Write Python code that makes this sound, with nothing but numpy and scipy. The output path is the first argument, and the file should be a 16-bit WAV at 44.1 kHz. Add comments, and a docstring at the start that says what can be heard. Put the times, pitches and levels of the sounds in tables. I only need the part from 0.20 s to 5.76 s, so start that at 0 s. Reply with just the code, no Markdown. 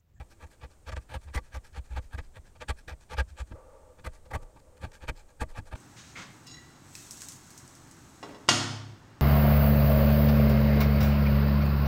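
"""Hand chisel on a clamped part

A hand chisel pares a wooden part clamped on a workbench, in quick short strokes, and drags lightly back.
Random clicks of tearing fibres ring resonances of blade, part and bench top and make a treble hiss.
Each shove rocks the bench as a low gliding tone with a slower sway of noise; cuts add dull knocks.
A rub along the top follows a thumping lift; a brief early hum and room and microphone noise lie under it."""
import sys
import numpy as np
from scipy import signal
from scipy.fft import rfft, irfft
from scipy.io import wavfile

SR = 44100
rng = np.random.default_rng(int(sys.argv[2]) if len(sys.argv) > 2 else 0)


def log_audio(samples):
    """Write samples as a 16-bit WAV file to the path given in sys.argv[1]."""
    # one column per channel
    frames = np.atleast_2d(samples).T
    # limit to full scale, then quantise
    limited = np.clip(frames, -1, 1)
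    pcm = np.round(limited * 32767).astype(np.int16)
    wavfile.write(sys.argv[1], SR, pcm)


def convert_level_to_amplitude(level_db):
    """Map a level in decibels to its linear amplitude factor."""
    exponent = np.asarray(level_db, float) / 20
    return 10 ** exponent


N = 245195   # length in samples

# paring cuts, the edge pushed forward, before the mix of blade, wood and hiss:
# (time of the height [s], scrape level [dB], rise [ms], fall [ms], fibre hiss over scrape [dB])
CUTS = [(0.002, -52.5, 27, 17.5, -9), (0.235, -54.5, 26.3, 13.6, -6.5), (0.441, -49.5, 20, 13.3, -22),
        (0.691, -44, 17.3, 11.2, -7), (0.724, -45.5, 5.2, 11.8, -7.5), (0.771, -46, 9.9, 11.2, -10),
        (0.905, -51, 13.5, 28, -9), (0.952, -43.5, 14.4, 13, -9), (1.087, -58, 12, 15, -25),
        (1.157, -38, 14.5, 10.3, -4.5), (1.176, -38, 14, 11.3, -36), (1.358, -46, 22, 16.2, -7.5),
        (1.577, -48, 23.5, 12.3, -7), (1.726, -56.5, 22, 40, -7.5), (1.776, -41.5, 12.8, 11.7, -10.5),
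        (1.915, -63, 7.1, 17, -8), (1.945, -47.5, 16, 9.6, -6.5), (1.985, -43.5, 6.6, 12.7, -29),
        (2.172, -50.5, 17, 9, -7.5), (2.362, -60, 8.9, 8.2, -22), (2.419, -43.5, 10.3, 13.3, -10),
        (2.493, -35.5, 7.8, 16.2, -5.5), (2.684, -45, 4.6, 21.4, -6.5), (2.724, -52, 23, 11, -10),
        (2.907, -51, 9.3, 20, -7), (2.932, -42, 17.7, 12.4, -8), (2.993, -34, 15, 15.3, -8.5),
        (3.204, -48, 24.3, 15, -6), (3.799, -58, 13, 5.7, -25), (3.852, -44, 6.9, 20, -7.5),
        (3.869, -42, 5.8, 6.5, -6.5), (4.059, -61.5, 6.4, 9.4, -5.5), (4.116, -46, 7.1, 5.6, -29),
        (4.148, -38, 11.1, 14, -9), (4.23, -62, 11, 7.8, -0.5), (4.365, -62, 5.8, 16, -27),
        (4.624, -51.5, 10.7, 31.5, -5.5), (4.646, -43.5, 14, 7.2, -9), (4.837, -53, 19, 14, -7.5),
        (4.891, -37.5, 9.4, 10.4, -7.5), (5.218, -37, 10.7, 12.9, -7), (5.39, -46.5, 28, 8.3, -6.5),
        (5.531, -47, 13.1, 7.2, -9.5), (5.558, -48, 8.8, 17.5, -7)]
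# how strongly the wood rings and the part knocks as the work goes on; knocks are heaviest late:
# (time [s], wood over a cut [dB], wood over a drag [dB], knock over a medium cut [dB])
RING_AND_KNOCK = [(0.3, 4, 1, 1.5), (1.0, 2.5, -4, 1.5), (3.2, 1.5, -4, -2), (3.6, 2.5, 4, -1),
                  (4.4, 7, 1, 6), (4.6, 1.5, -6, 6.5), (5.2, 4.5, 4, 8)]
# resonances of part and bench top: (frequency [Hz], width [Hz], level [dB])
WOOD = [(278, 76, -7.5), (511, 56, 6), (631, 32.2, 2), (833.5, 145, 5), (925, 107, 4), (1164, 52, 4)]
MEDIUM_DB = -45   # level of a medium cut or shove
LIFT_S = 3.322   # the blade is lifted


def rms_one(x):
    """Scales x to an rms of one."""
    return x / np.sqrt(np.mean(x ** 2) + 1e-20)


def in_time(s, values):
    """Straight lines between values set at times in seconds."""
    return np.interp(np.arange(N) / SR, s, values)


def drift(rate_hz):
    """Slow chance of spread one: noise through two equal poles, run at a fortieth of the sample rate."""
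    r = np.exp(-80 * np.pi * rate_hz / SR)
    noise = rng.standard_normal(N // 40 + 2002)
    slow = signal.lfilter([1], [1, -2 * r, r * r], noise)[2000:]   # skips the settling
    return np.interp(np.arange(N) / 40, np.arange(len(slow)), rms_one(slow))


def coloured(x, spectrum):
    """Gives x a spectrum drawn on a log-frequency axis; rms one."""
    hz, level_db = np.transpose(spectrum)
    bins = np.arange(N // 2 + 1) * SR / N + 1
    gain = convert_level_to_amplitude(np.interp(np.log(bins), np.log(hz), level_db))
    return rms_one(irfft(rfft(x) * gain, N))


def resonance(x, hz, width_hz):
    """Two poles ring at one pitch; the gain is one on top."""
    r = np.exp(-np.pi * width_hz / SR)
    zeros = np.array([1, 0, -1]) * (1 - r * r) / 2
    return signal.lfilter(zeros, [1, -2 * r * np.cos(2 * np.pi * hz / SR), r * r], x)


def swells(s, level_db, rise_ms, fall_ms, steep):
    """Each event stands about half as high one rise before and one fall after its height; powers add."""
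    power, t = np.full(N, 1e-20), np.arange(N) / SR
    for at, db, rise, fall in zip(s, level_db, rise_ms, fall_ms):
        near = slice(max(0, int((at - .15) * SR)), int((at + .15) * SR))
        lag_ms = 1000 * (t[near] - at)
        share = np.abs(lag_ms / np.where(lag_ms < 0, rise, fall))
        power[near] += convert_level_to_amplitude(2 * db - 11.03 * share ** steep)
    return np.sqrt(power)


def slices(x, centres_hz):
    """Splits x into overlapping slices of the spectrum that add up to the whole."""
    bins = np.arange(N // 2 + 1) * SR / N + 1
    place = np.interp(np.log(bins), np.log(centres_hz), np.arange(len(centres_hz)))
    spectrum = rfft(x)
    return [irfft(spectrum * np.maximum(1 - np.abs(place - k), 0), N) for k in range(len(centres_hz))]


def body(force, effort, modes, uneven_db, between_db, between_hz):
    """The force drives modes whose strengths wander; a broad bed fills the gaps."""
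    steady = sum(convert_level_to_amplitude(db) * resonance(force, hz, width) for hz, width, db in modes)
    rung = 0
    for k, (hz, width, db) in enumerate(modes):
        push = force * effort * convert_level_to_amplitude(uneven_db * drift(8.9))   # the contact moves
        rung = rung + (-1) ** k * convert_level_to_amplitude(db) * resonance(push, hz, width)   # neighbours in opposite sign
    band = signal.butter(2, between_hz, "band", fs=SR, output="sos")
    bed = signal.sosfilt(band, force * effort) / np.std(signal.sosfilt(band, force))
    return rung / np.std(steady) + convert_level_to_amplitude(between_db) * bed


def tearing(per_s, spread_db):
    """Fibres let go as clicks of uneven size and random sign at chance moments; rms one."""
    sizes = convert_level_to_amplitude(spread_db * np.minimum(rng.exponential(1, N), 5)) * rng.choice([-1, 1], N)
    return rms_one(sizes * (rng.random(N) < per_s / SR))


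def strokes():
    """All contacts of the edge: time, scrape level, rise, fall, wood and hiss levels over the scrape."""
    # light back drags of the edge, and one short click at 4.719 s:
    # (time of the height [s], scrape level [dB], length [ms])
    drags = [(0.113, -62, 29), (0.268, -67.5, 12.5), (0.318, -64, 37), (0.515, -68.5, 37),
             (0.818, -68.5, 40), (1.026, -65, 44), (1.249, -66, 48), (1.454, -61, 37), (1.536, -66, 24),
             (1.653, -67.5, 35), (1.835, -66.5, 49), (2.041, -67.5, 43), (2.262, -66.5, 44),
             (2.58, -61, 37), (2.816, -64.5, 39), (3.092, -64.5, 39), (3.28, -67.5, 39), (3.94, -63.5, 46),
             (4.397, -67, 10), (4.573, -63, 13), (4.719, -57, 6.1), (4.743, -58.5, 34), (4.977, -60.5, 52),
             (5.096, -67.5, 29), (5.298, -61, 34), (5.468, -60.5, 32)]
    drag_rise_share, drag_hiss_db = 0.32, -1   # share of the length spent rising; hiss over scrape
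    when, cut_wood_db, drag_wood_db, _ = np.transpose(RING_AND_KNOCK)
    rows = [(s, db, rise, fall, np.interp(s, when, cut_wood_db), hiss_db)
            for s, db, rise, fall, hiss_db in CUTS]
    rows += [(s, db, drag_rise_share * ms, (1 - drag_rise_share) * ms,
              np.interp(s, when, drag_wood_db), drag_hiss_db) for s, db, ms in drags]
    rows += [(LIFT_S, -54.5, 10.6, 5.8, 5, -20)]   # the lift, in the same columns
    return np.transpose(rows)


def fibre_hiss(force):
    """The tearing force is coloured to the treble; each slice of it comes and goes by itself."""
    # fibre hiss: (frequency [Hz], level per Hz [dB])
    fibres = [(4000, -1), (7000, -1.5), (9000, -5.5), (10500, -7), (13000, -9), (15300, -7.5)]
    # tilt of the hiss above 8500 Hz: (time [s], tilt [dB per octave])
    dulling = [(1.5, -10.5), (3.2, -14), (3.5, -12)]
    hiss = coloured(force, [(1800, -67)] + fibres + [(15800, -70)])
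    tilt_db = in_time(*np.transpose(dulling))
    centres_hz = np.geomspace(3200, 15400, 12)
    patchy = 0
    for hz, part in zip(centres_hz, slices(hiss, centres_hz)):
        gain_db = 2.0 * drift(4.7) + tilt_db * max(0, np.log2(hz / 8500))
        patchy = patchy + convert_level_to_amplitude(gain_db) * part
    return patchy


def chisel():
    """One tearing force rings the blade and the wood and hisses in the fibres, with sparser splinters."""
    # resonances of blade and handle: (frequency [Hz], level [dB])
    blade_modes = [(1630, 21), (1980, 20), (2330, 12.5), (2680, 12), (3250, -45), (3440, -21), (4250, -0.5),
                   (6830, -8)]
    modes = [(hz, .065 * hz, db) for hz, db in blade_modes]   # each width a share of its pitch
    s, scrape_db, rise, fall, wood_db, hiss_db = strokes()
    force = tearing(6000.0, spread_db=1.5) * convert_level_to_amplitude(1.44 * drift(58.0))   # the edge judders in the cut
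    force = force + convert_level_to_amplitude(-4) * tearing(350.0, spread_db=2.2)   # lone splinters
    blade_effort = swells(s, scrape_db, rise, fall, 2.19)
    blade = body(force, blade_effort, modes, uneven_db=3.0, between_db=1.5, between_hz=(1000, 3600))
    wood_effort = swells(s, scrape_db + wood_db, rise, fall, 2.43)
    wood = body(force, wood_effort, WOOD, uneven_db=0.65, between_db=-13.5, between_hz=(250, 1400))
    hiss = fibre_hiss(force) * swells(s, scrape_db + hiss_db, rise, fall, 2.7)
    return convert_level_to_amplitude(-3.5) * blade + convert_level_to_amplitude(3.5) * wood + convert_level_to_amplitude(0.5) * hiss


def bench():
    """The bench rocks under each shove, lower for harder ones, with a slower sway that lingers."""
    # shoves that rock the bench: (time of the height [s], level [dB], rise [ms], fall [ms])
    shoves = [(0.01, -39.5, 34, 17.6), (0.239, -42.5, 9.9, 25), (0.451, -43, 20, 10),
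              (0.693, -39.5, 24, 15), (0.735, -34.5, 10, 13.6), (0.774, -33, 6.2, 16.6),
              (0.932, -42.5, 14, 5.2), (0.959, -31.5, 5, 17), (1.1, -45, 46, 23), (1.159, -27.5, 2.9, 19),
              (1.371, -36.5, 29, 15), (1.548, -49.5, 28, 35), (1.584, -33.5, 6.8, 20.6),
              (1.734, -36, 28, 10.6), (1.787, -32, 28.6, 9.9), (1.852, -49, 17, 10),
              (1.954, -32.5, 11.7, 6.3), (1.996, -38, 17, 10.3), (2.19, -43.5, 4.9, 13),
              (2.432, -49.5, 31, 6.7), (2.501, -27.5, 8.1, 14.8), (2.69, -40.5, 6.8, 5.4),
              (2.726, -38.5, 12, 16.6), (2.915, -43.5, 7.4, 6.2), (2.949, -40, 13, 15),
              (3.006, -25.5, 24.6, 16.5), (3.076, -48.5, 6, 15), (3.129, -44.5, 23, 10.7),
              (3.225, -33, 24, 6.5), (3.327, -43, 14, 24), (3.868, -35.5, 6.9, 20.7),
              (4.066, -50.5, 7.6, 19), (4.158, -33.5, 23, 10), (4.64, -37.5, 1.1, 18),
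              (4.848, -44.5, 26.3, 5.9), (4.899, -34.5, 3.6, 11.3), (5.223, -35, 3.4, 20),
              (5.393, -51.5, 34, 23), (5.542, -33.5, 13, 8.2)]
    # shape of the sway: (frequency [Hz], level per Hz [dB])
    sway_colour = [(6, -20), (14, 0), (28, 0), (42, -8), (60, -22), (120, -50), (500, -110)]
    # slow sway below the rocking pitch: (time [s], level over the lingering shove [dB])
    sway_levels = [(0, -12), (1.3, -13.5), (2.4, -6), (3.2, -26), (3.4, -5), (4.2, -4), (4.6, -7.5),
                   (5.25, 0)]
    s, level_db, rise, fall = np.transpose(shoves)
    rock_hz = 73 - 0.32 * (level_db - MEDIUM_DB)
    wavering_hz = in_time(s, rock_hz) * (1 + 0.053 * drift(14.4))
    push = swells(s, level_db, rise, fall, 8.2)
    rocking = push * np.sin(2 * np.pi * np.cumsum(wavering_hz) / SR)
    rocking = rocking + convert_level_to_amplitude(-1.5) * resonance(rocking, 59.7, 21.3)   # free ringing of the bench
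    settle = convert_level_to_amplitude(-60 / (0.39 * SR))   # the power of a shove falls by 30 dB in 0.39 s
    lingering = np.sqrt(signal.lfilter([1 - settle], [1, -settle], push ** 2))
    sway = coloured(rng.standard_normal(N), sway_colour)
    return rocking + convert_level_to_amplitude(in_time(*np.transpose(sway_levels))) * lingering * sway


def clamp_knocks():
    """Every cut, and the lift, knocks the part in its clamp: a dull burst of low noise."""
    s, scrape_db, *_ = np.transpose(CUTS)
    when, *_, over_db = np.transpose(RING_AND_KNOCK)
    knock_db = MEDIUM_DB + 0.68 * (scrape_db - MEDIUM_DB) + np.interp(s, when, over_db)
    s = np.append(s - 0.00225, LIFT_S - 0.0054)   # each knock peaks a little early
    knock_db = np.append(knock_db, -37.5)   # the lift
    knock = swells(s, knock_db, np.full(len(s), 6), np.full(len(s), 18.1), 1.3)
    thud = coloured(rng.standard_normal(N), [(50, 3.5), (105, 8.0), (140, -1.5), (220, -8.0), (330, -8),
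                                            (500, -46), (2000, -110)])
    return knock * thud


def thump():
    """One blow rings two low, damped modes just before the blade comes free."""
    # modes of the blow: (frequency [Hz], width [Hz], level before decay [dB])
    thump_modes = [(139, 60, -44), (304, 97, -45)]
    t = np.maximum(np.arange(N) / SR - LIFT_S + 0.00904, 0)
    return sum(convert_level_to_amplitude(db) * np.sin(2 * np.pi * hz * t) * np.exp(-np.pi * width * t)
               for hz, width, db in thump_modes)


def slide():
    """Something slides on the bench top: dull noise rings the same wood, with two thin whistles."""
    # effort of the slide: (time [s], level [dB])
    slide_levels = [(3.309, -78), (3.36, -48.5), (3.5, -51.5), (3.65, -54.5), (3.8, -63.5), (4.05, -65.5),
                    (4.22, -53.5), (4.4, -63.5), (4.602, -58), (5.0, -68), (5.5, -69)]
    # whistles: (frequency [Hz], width of each of two passes [Hz], level where the slide is hardest [dB])
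    slide_whistles = [(6460, 130, -86), (7030, 90, -87)]
    wobble_db = 1.2
    s, level_db = np.transpose(slide_levels)
    path_db = np.interp(np.arange(N) / SR, s, level_db, left=-120)
    effort = convert_level_to_amplitude(path_db + wobble_db * drift(6.3))
    rub = coloured(rng.standard_normal(N),   # a soft contact is dull
                   [(250, -5), (480, 2.0), (900, -9), (1300, -7.5), (3000, -23.5)])
    air = rng.standard_normal(N)
    whistles = sum(convert_level_to_amplitude(db) * rms_one(resonance(resonance(air, hz, width), hz, width))
                   for hz, width, db in slide_whistles)
    rubbed_wood = body(rub, effort, WOOD, wobble_db, between_db=-12, between_hz=(350, 3500))
    return rubbed_wood + whistles * effort / effort.max()


def hum():
    """Noise through two narrow resonances gives a faint wavering hum that dies away early."""
    # hum: (frequency [Hz], width of each pass [Hz], level at the start [dB], time to fall by 20 dB [s])
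    hum_settings = (336, 4, -67, 0.5)
    hz, width, level_db, fade_s = hum_settings
    tone = resonance(resonance(rng.standard_normal(N), hz, width), hz, width)
    fade_db = -20 * (np.arange(N) / SR / fade_s) ** 2
    return convert_level_to_amplitude(level_db + fade_db) * rms_one(tone)


def room_floor():
    """Quiet room and microphone noise: steady noise, strongest in the lows."""
    # shape of the noise: (frequency [Hz], level per Hz [dB])
    floor_colour = [(15, -2), (30, -9.5), (70, -4), (170, -19), (500, -22.5), (900, -28), (1800, -36),
                    (3000, -40), (5000, -41), (6800, -36), (8400, -34), (9400, -38.5), (10200, -45.5),
                    (13000, -46.5), (15600, -47)]
    return convert_level_to_amplitude(-58.5) * coloured(rng.standard_normal(N), floor_colour)


def scene():
    """The chisel work, the bench under it and the quiet background, in one channel."""
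    work = chisel() + slide()
    low = bench() + clamp_knocks() + thump()
    return (work + low + room_floor() + hum())[None]


def roll_off(x):
    """The treble ends steeply here."""
    return signal.sosfilt(signal.butter(12, 15710, fs=SR, output="sos"), x)


def record(dry):
    """Puts the finished mix through roll_off()."""
    return roll_off(dry)


dry = scene()
out = record(dry)
log_audio(out)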